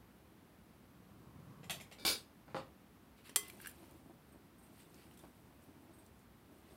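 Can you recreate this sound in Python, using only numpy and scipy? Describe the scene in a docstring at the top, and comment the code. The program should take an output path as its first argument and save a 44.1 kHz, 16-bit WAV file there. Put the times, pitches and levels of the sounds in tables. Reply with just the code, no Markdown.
"""Ventilation murmurs in a home kitchen. A few steps away a cutlery drawer rumbles open, steel utensils
clatter, and the drawer knocks shut. Close by, a large steel spoon scrapes and clinks in a glass bowl
and turns a moist salad of beans, corn and meat. Each hard impact is a brief force that excites the
damped modes of a body; scraping and wet crackle are sums of many tiny pulses. Cupboards and walls
add a short reverberation to the knocks and clinks."""
import sys
import numpy as np
from scipy import signal
from scipy.fft import rfft, irfft, next_fast_len
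from scipy.io import wavfile
from scipy.ndimage import map_coordinates

SR = 44100
rng = np.random.default_rng(int(sys.argv[2]) if len(sys.argv) > 2 else 0)


def generate_wav(signal):
    """Clip the signal to [-1, 1] and save it as 16-bit WAV at the path in sys.argv[1]."""
    frames = np.transpose(np.atleast_2d(signal))
    scaled = np.clip(frames, -1, 1) * 32767
    pcm = np.round(scaled).astype(np.int16)
    wavfile.write(sys.argv[1], SR, pcm)


N = 298116
T = np.arange(SR // 2) / SR  # time within one blow [s]


def amp(db):
    """Amplitude grows tenfold for every 20 dB."""
    return 10 ** (np.asarray(db) / 20)


def unit(x):
    """Normalisation to rms 1."""
    return x / np.sqrt(np.mean(x ** 2) + 1e-20)


def along(points, hz):
    """Interpolation of (frequency [Hz], value) points on a logarithmic axis."""
    frequencies, values = np.transpose(points)
    return np.interp(np.log(hz + 1), np.log(frequencies), values)


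def wobble(knots_per_s):
    """Slow random modulation: a spline through Gaussian values."""
    knots = rng.standard_normal(int(N * knots_per_s / SR) + 4)
    return map_coordinates(knots, [np.arange(N) * knots_per_s / SR])


def filtered(x, response):
    """Linear filtering multiplies the spectrum by a frequency response."""
    size = next_fast_len(len(x) + 8192)
    return irfft(rfft(x, size) * response(np.fft.rfftfreq(size, 1 / SR)), size)[:len(x)]


def slope(hz, tilt):
    """Spectral tilt [dB/octave] about 4 kHz: harder contacts are brighter."""
    return amp(tilt * np.log2(np.maximum(hz, 250) / 4000))


def coloured(x, spectrum):
    """Source and filter: x shaped by a spectral envelope, at rms 1."""
    return unit(filtered(x, lambda hz: amp(along(spectrum, hz))))


def noise(spectrum, size):
    """Coloured Gaussian noise of rms 1."""
    return coloured(rng.standard_normal(size), spectrum)


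def fade(t60):
    """Exponential decay by 60 dB in t60 seconds."""
    return amp(-60 * T / t60)


def onset(rise_s):
    """Exponential approach to 1 with time constant rise_s."""
    return 1 - np.exp(-T / rise_s)


def stroke(start, length, rise_share, release_s):
    """Envelope of a hand movement: a linear rise to 1, a hold, then exponential release."""
    t = np.arange(N) / SR - start
    return np.clip(t / (rise_share * length), 0, 1) * np.exp(-np.maximum(t - length, 0) / release_s)


def ring(modes, tilt):
    """Modal superposition: damped sinusoids, their strengths varying a little from blow to blow."""
    hz, db, t60 = np.transpose(modes)
    gain = amp(db + rng.standard_normal(len(hz))) * slope(hz, tilt)
    phase = 2 * np.pi * (hz[:, None] * T + rng.random((len(hz), 1)))
    return gain / np.linalg.norm(gain) @ (np.sin(phase) * fade(t60[:, None])) * onset(0.001)


def burst(spectrum, envelope, tilt, snap):
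    """Forced response: an impulse of size snap and a brief noisy force drive a body's spectrum."""
    hz = np.fft.rfftfreq(len(T), 1 / SR)
    gain = unit(amp(along(spectrum, hz)) * slope(hz, tilt))
    cepstrum = irfft(np.log(gain + 1e-6), len(T))
    fold = 1 + np.sign(np.fft.fftfreq(len(T)))  # minimum phase: nothing sounds before the contact
    force = snap * (T == 0) + rng.standard_normal(len(T)) * envelope
    return irfft(rfft(force) * np.exp(rfft(cepstrum * fold)), len(T))


def grains(per_s, spread_db, low_hz, high_hz, decay_cycles):
    """Shot noise of rms 1: tiny damped pops of random time, pitch and size."""
    when, pitch, strength = rng.random((int(per_s * N / SR), 3)).T[:, :, None]
    hz = low_hz * (high_hz / low_hz) ** pitch
    size = amp(spread_db * np.minimum(-np.log(1 - strength), np.pi))
    n = np.arange(SR // 200)
    cycles = hz * n / SR
    pops = size * np.sqrt(hz) * np.sin(2 * np.pi * cycles) * np.exp(-cycles / decay_cycles)
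    positions = (when * N).astype(int) + n
    return unit(np.bincount(positions.ravel(), pops.ravel(), N)[:N])


def rattle(events, gap_s, settle_db, rebound_tilt, count):
    """Rebounds after impact: each blow is followed by further contacts that fade ever faster; every second one
    is brighter."""
    return [(s + k * gap_s, db - settle_db * k ** 2, tilt + rebound_tilt * (k % 2))
            for s, db, tilt in events for k in range(count)]


def play(events, sound):
    """Superposition of one fresh sound(colour) for each row of (time [s], level [dB], colour)."""
    out = np.zeros(N + SR)
    for s, db, colour in events:
        out[round(s * SR):][:len(T)] += amp(db) * sound(colour)
    return out[:N]


# reverberation time of the kitchen: (frequency [Hz], t60 [s])
ROOM_DECAY = [(150, 0.33), (1000, 0.24), (5000, 0.23), (14000, 0.2)]

def in_kitchen(blow, wet_db, build_s):
    """Reverberation: reflections from cupboards and walls build up, then decay, the treble first."""
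    hz, t, spectra = signal.stft(rng.standard_normal(len(T)), SR, nperseg=256)
    decay = amp(-60 * t / along(ROOM_DECAY, hz)[:, None])
    tail = signal.istft(spectra * decay, SR, nperseg=256)[1][:len(T)] * onset(build_s)
    return blow + amp(wet_db) * signal.fftconvolve(blow, tail / np.linalg.norm(tail))[:len(T)]


# spectrum of the ventilation: (frequency [Hz], relative level [dB])
AIR_SPECTRUM = [(20, -22), (36, -27), (58, -1.5), (130, -5), (215, -2.5), (330, -7), (480, -14),
                (1000, -17), (2000, -23), (4400, -30.5), (7000, -35.5), (10000, -32.5), (13000, -31),
                (16000, -33)]

def ventilation():
    """Stationary broadband noise: moving air murmurs, strongest in the bass."""
    return amp(-62.5) * noise(AIR_SPECTRUM, N)


# drawer pulled open, then pushed shut: (time [s], duration [s], level [dB])
ROLLS = [(0.7, 1.096, -58.5), (2.38, 0.26, -64.5)]
# spectrum of the rumble: (frequency [Hz], relative level [dB])
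ROLLER_SPECTRUM = [(40, -19), (95, 3), (150, 5.5), (280, -5), (500, -12.5), (850, -22), (1100, -9.5),
                   (1600, -28.5), (4000, -36.5), (16000, -44)]

def drawer_rollers():
    """Rolling noise: the rollers rumble unevenly, louder as the drawer gathers speed."""
    speed = sum(amp(db) * stroke(s, length, rise_share=0.75, release_s=0.12) for s, length, db in ROLLS)
    return noise(ROLLER_SPECTRUM, N) * speed * amp(wobble(21.8))


# utensils knocking in their tray: (time [s], level [dB], tilt [dB/octave])
TRAY_HITS = [(1.632, -54.5, -5), (1.697, -35.5, -2.5), (1.801, -52, -1.5), (1.914, -52, -4)]
# impact spectrum of the tray: (frequency [Hz], relative level [dB])
TRAY_SPECTRUM = [(60, -10), (160, -5), (280, -15), (480, -3.5), (720, 1), (950, -4.5), (1400, -3.5),
                 (1750, -5), (2100, 3), (3200, 0.5), (4200, -4), (8500, -7.5), (12000, -7), (14000, -20)]
# modes of the plastic tray: (frequency [Hz], relative level [dB], t60 [s])
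TRAY_MODES = [(170, -8, .2), (640, 0, .11), (745, 0, .11), (1900, -6, .1), (2430, -4, .11), (2590, -1, .11),
              (2770, -1, .12), (3250, -1, .11), (5280, -4, .1), (7230, 1, .16), (8360, -3, .12),
              (10400, -3, .1)]

def tray_knocks():
    """Strongly damped modes give a hollow clack, heard mostly through the room's reflections."""
    def knock(tilt):
        clack = burst(TRAY_SPECTRUM, fade(0.025), tilt, snap=3.9)
        return in_kitchen(clack, wet_db=3.5, build_s=0.00092) + amp(-4.5) * ring(TRAY_MODES, tilt)
    return play(rattle(TRAY_HITS, gap_s=0.0095, settle_db=2.5, rebound_tilt=5, count=2), knock)


# steel on steel, a nudge and then the clatter: (time [s], level [dB], tilt [dB/octave])
CUTLERY_HITS = [(1.985, -53, -5.5), (2.051, -27.5, -1)]
# impact spectrum of the utensils: (frequency [Hz], relative level [dB])
STEEL_SPECTRUM = [(50, -4.5), (150, -1), (400, 2.5), (900, 2), (1450, 4), (1900, -2), (3200, 3.5),
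                  (3700, 10), (5000, 5.5), (5600, -0.5), (7500, -5), (10000, -9), (12200, -9), (16000, -5)]
# modes of the utensils: (frequency [Hz], relative level [dB], t60 [s])
STEEL_MODES = [(1410, -10, .2), (2287, -9, .25), (2317, -2, .2), (3531, -2, .4), (3662, -6, .2),
               (3766, -5, .22), (4355, -4, .25), (4588, -5, .2), (4673, -2, .24), (4823, -4, .2),
               (4919, -2, .28), (5050, -4, .2), (5180, -6, .2), (5612, -10, .25), (6040, -9, .14),
               (6591, -9, .25), (7062, -8, .3), (8096, -7, .5), (8285, -6, .22), (9195, -10, .2),
               (9806, -2, .22), (9943, -5, .25), (10481, -8, .22), (11770, -11, .3), (11969, -5, .18)]

def cutlery_clatter():
    """Collisions excite bright inharmonic modes, which contact with neighbouring utensils soon damps."""
    def clash(tilt):
        crack = burst(STEEL_SPECTRUM, amp(-2) * fade(0.036), tilt, snap=2.7)
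        ringing = ring(STEEL_MODES, tilt) * np.exp(-(T / 0.046) ** 2)
        return (in_kitchen(crack, wet_db=1.5, build_s=0.0056)
                + amp(-3) * in_kitchen(ringing, wet_db=-4.5, build_s=0.0042))
    return play(rattle(CUTLERY_HITS, gap_s=0.0125, settle_db=0.44, rebound_tilt=5, count=7), clash)


# drawer front touching, then meeting its frame: (time [s], level [dB], tilt [dB/octave])
FRONT_HITS = [(2.481, -55.5, 0.5), (2.546, -34.5, -0.5)]
# impact spectrum of the wooden front: (frequency [Hz], relative level [dB])
WOOD_SPECTRUM = [(50, -34.5), (150, 1), (350, -3.5), (550, 4.5), (800, 2), (1400, 0.5), (1700, -5.5),
                 (3000, -12), (5000, -19), (5700, -27), (9000, -32), (16000, -55)]
# modes of its panel: (frequency [Hz], relative level [dB], t60 [s])
WOOD_MODES = [(145, -5, .2), (318, -3, .18), (531, 1, .19), (605, -4, .13), (813, 0, .16), (1020, -7, .1),
              (1315, -4, .12), (1450, -7, .1)]

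def drawer_shut():
    """Structure-borne vibration: the front thuds and rebounds, its panel rings, the cutlery shivers."""
    def knock(tilt):
        impact = burst(WOOD_SPECTRUM, amp(-3.5) * fade(0.013), tilt, snap=6)
        thud = in_kitchen(impact, wet_db=3.5, build_s=0.0056)
        shiver = ring(STEEL_MODES, tilt=-3) * fade(0.5) * onset(0.012)
        return thud + amp(-2.5) * ring(WOOD_MODES, tilt) + amp(-14) * shiver
    return play(rattle(FRONT_HITS, gap_s=0.021, settle_db=4.8, rebound_tilt=2.5, count=3), knock)


# spoon edge sliding on glass: (time [s], duration [s], level [dB])
SLIDES = [(3.15, 0.041, -70.5), (3.237, 0.033, -59), (3.417, 0.055, -61.5), (3.573, 0.1, -60),
          (3.74, 0.17, -74.5), (4.725, 0.084, -70), (4.912, 0.12, -68.5), (6.6, 0.1, -73)]

def spoon_scrape():
    """Sliding friction: the edge grinds along the bowl's wall in countless small slips."""
    pressure = sum(amp(db) * stroke(s, length, rise_share=0.79, release_s=0.045)
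                   for s, length, db in SLIDES)
    edge_spectrum = [(1000, -5), (1700, -2), (2800, 4.5), (3600, -1.5), (4500, 2), (6600, -8),
                     (8500, -1.5), (16000, -4)]
    grit = grains(per_s=6000, spread_db=2, low_hz=1200, high_hz=15500, decay_cycles=6)
    return coloured(grit, edge_spectrum) * pressure


# spoon striking the bowl: (time [s], level [dB], tilt [dB/octave])
BOWL_HITS = [(3.294, -47.5, -2), (3.360, -18.5, 1.5), (3.430, -50, -2.5), (3.481, -48, 9), (3.499, -49, 6),
             (3.614, -46, 16), (3.671, -39.5, 13), (3.694, -50, 8), (3.713, -54, 10), (5.174, -58, 2),
             (5.192, -58, 1.5)]
# impact spectrum of the bowl: (frequency [Hz], relative level [dB])
GLASS_SPECTRUM = [(80, -6.5), (400, 6), (650, -2.5), (1400, 0), (2800, -2), (3300, 7.5), (4700, -3.5),
                  (5600, 3), (6700, -9), (7400, 3.5), (10200, 3.5), (12400, -2.5), (13700, -2), (15000, -9)]
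# modes of the bowl with the spoon on it: (frequency [Hz], relative level [dB], t60 [s])
GLASS_MODES = [(415, -1, .24), (1094, -9, .32), (2039, -5, .36), (2622, -11, .09), (3193, 0, .19),
               (3290, -2, .08), (4587, -11, .18), (6131, -5, .16), (7224, -5, .16), (7337, -5, .15),
               (7660, -3, .1), (8520, -2, .1), (8829, -7, .14), (9200, -5, .15), (9740, -3, .09),
               (10218, -3, .16), (10276, -3, .17), (10990, -3, .08), (12070, -4, .16), (12189, -5, .15)]

def bowl_clinks():
    """A hard contact excites high modes; damping by food and table keeps the ring brief."""
    def clink(tilt):
        crack = burst(GLASS_SPECTRUM, amp(-1.5) * fade(0.035), tilt, snap=2.1)
        return in_kitchen(crack, wet_db=-12, build_s=0.00203) + amp(-11) * ring(GLASS_MODES, tilt)
    return play(BOWL_HITS, clink)


# scoops through the salad: (time [s], duration [s], shuffle level [dB], crackle level [dB])
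SALAD_SCOOPS = [(3.38, 0.44, -64.5, -70.5), (4.53, 0.71, -69, -74), (5.45, 0.63, -72, -81.5),
                (6.45, 0.28, -68, -78)]
# spectrum of soft food: (frequency [Hz], relative level [dB])
FOOD_SPECTRUM = [(50, -15), (120, -2.5), (220, -1.5), (340, 5), (480, -10), (650, -5), (1100, -13),
                 (2000, -25.5), (5000, -34), (16000, -65)]

def salad_turning():
    """Many small contacts add up to noise: beans and meat shuffle dully as their wet surfaces crackle."""
    starts, lengths, shuffle_db, crackle_db = np.transpose(SALAD_SCOOPS)
    effort = np.array([stroke(s, length, rise_share=0.27, release_s=0.19)
                       for s, length in zip(starts, lengths)])
    wet_spectrum = [(1500, -11.5), (3000, -9), (6800, -10), (8400, -0.5), (10200, -2.5), (11500, -4),
                    (13500, -0.5), (16000, -6)]
    pops = grains(per_s=5000, spread_db=2.8, low_hz=1815, high_hz=15300, decay_cycles=15)
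    crackle = coloured(pops, wet_spectrum) * amp(2.6 * wobble(30))
    shuffle = noise(FOOD_SPECTRUM, N) * amp(3.2 * wobble(25))
    return shuffle * (amp(shuffle_db) @ effort) + crackle * (amp(crackle_db) @ effort)


# spoon edge catching and jumping: (time [s], level [dB], nominal pitch [Hz])
EDGE_SLIPS = [(3.499, -44.5, 2280), (3.601, -47.5, 1560), (3.648, -45, 1550), (3.659, -39.5, 1556),
              (3.671, -41.5, 1630)]

def spoon_judder():
    """Stick-slip friction: each time the edge lets go, it chirps for a few cycles."""
    partials = [(0.88, -7), (1.02, 5.5), (1.42, -2.5), (1.8, -3)]  # (frequency ratio, level [dB])
    def slip(pitch_hz):
        chirp = sum(amp(db) * np.sin(2 * np.pi * ratio * pitch_hz * T) for ratio, db in partials)
        rasp = amp(-5.5) * noise(GLASS_SPECTRUM, len(T))
        return in_kitchen((chirp + rasp) * fade(0.014) * onset(0.00076), wet_db=-11, build_s=0.004)
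    return play(EDGE_SLIPS, slip)


# spoonfuls dropping back: (time [s], level [dB], tilt [dB/octave])
FOOD_DROPS = [(3.828, -56.5, 1.5), (3.945, -54, -4.5), (4.060, -53, -4.5), (4.097, -49.5, -3.5),
              (4.347, -52.5, -3), (5.238, -50, 0.5), (5.678, -53, -3), (5.895, -54.5, -1),
              (6.710, -60, 3.5)]

def food_plops():
    """Inelastic impact: soft food lands on soft food with a dull thud and no ring."""
    landings = rattle(FOOD_DROPS, gap_s=0.012, settle_db=3, rebound_tilt=1, count=2)
    return play(landings, lambda tilt: burst(FOOD_SPECTRUM, amp(-4.5) * fade(0.092), tilt, snap=8.8))


# moist pieces parting: (time [s], level [dB], centre frequency [Hz])
FILM_BREAKS = [(3.911, -58, 11200), (4.944, -57.5, 6650), (5.112, -61, 2800), (6.064, -59.5, 8400),
               (6.193, -65.5, 8500)]

def dressing_smacks():
    """Rupture of a liquid film: the dressing snaps in a short pulse of band-limited noise."""
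    def smack(centre_hz):
        band = [(centre_hz / 4, -24), (centre_hz, 0), (centre_hz * 2, -18)]
        return in_kitchen(noise(band, len(T)) * fade(0.016), wet_db=-7, build_s=0.003)
    return play(FILM_BREAKS, smack)


# faint rings of the spoon: (time [s], level [dB], tilt [dB/octave])
SPOON_TINGS = [(4.285, -72, 2), (4.32, -65, 5), (4.581, -64, 6), (4.63, -65, 8), (4.80, -65, -12),
               (4.85, -66, -20), (5.195, -64, -15), (5.934, -65, -1), (5.985, -61.5, -3), (6.70, -65, -14)]
# modes of the spoon alone: (frequency [Hz], relative level [dB], t60 [s])
SPOON_MODES = [(3530, -12, 0.086), (3850, -15, .08), (8330, 1, 0.23), (8300, -4, 0.12), (8830, -5, 0.11),
               (9950, -3, 0.21), (10200, -5, 0.12), (11800, -2, 0.11), (13520, -4, .13)]

def spoon_tings():
    """Modal vibration: the spoon rings faintly as it moves through the food or scrapes the bowl."""
    return play(SPOON_TINGS, lambda tilt: ring(SPOON_MODES, tilt) * onset(0.0016))


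def scene():
    """Sound pressures add: spoon, food, drawer and ventilation sum in one channel."""
    spoon = bowl_clinks() + spoon_judder() + spoon_tings() + spoon_scrape()
    food = salad_turning() + dressing_smacks() + food_plops()
    air = ventilation()
    drawer = drawer_rollers() + tray_knocks() + cutlery_clatter() + drawer_shut()
    return (air + drawer + spoon + food)[None]


def record(dry):
    """Band-pass response: the microphone sheds the deepest bass and passes nothing above its limit."""
    bass_hz, top_hz = 36, 15860
    def response(hz):
        low_cut = hz ** 2 / np.hypot(hz ** 2, bass_hz ** 2)
        high_cut = np.clip((top_hz - hz) / 400 + 0.5, 0, 1)
        return low_cut * high_cut
    return np.array([filtered(channel, response) for channel in dry])


dry = scene()
out = record(dry)
generate_wav(out)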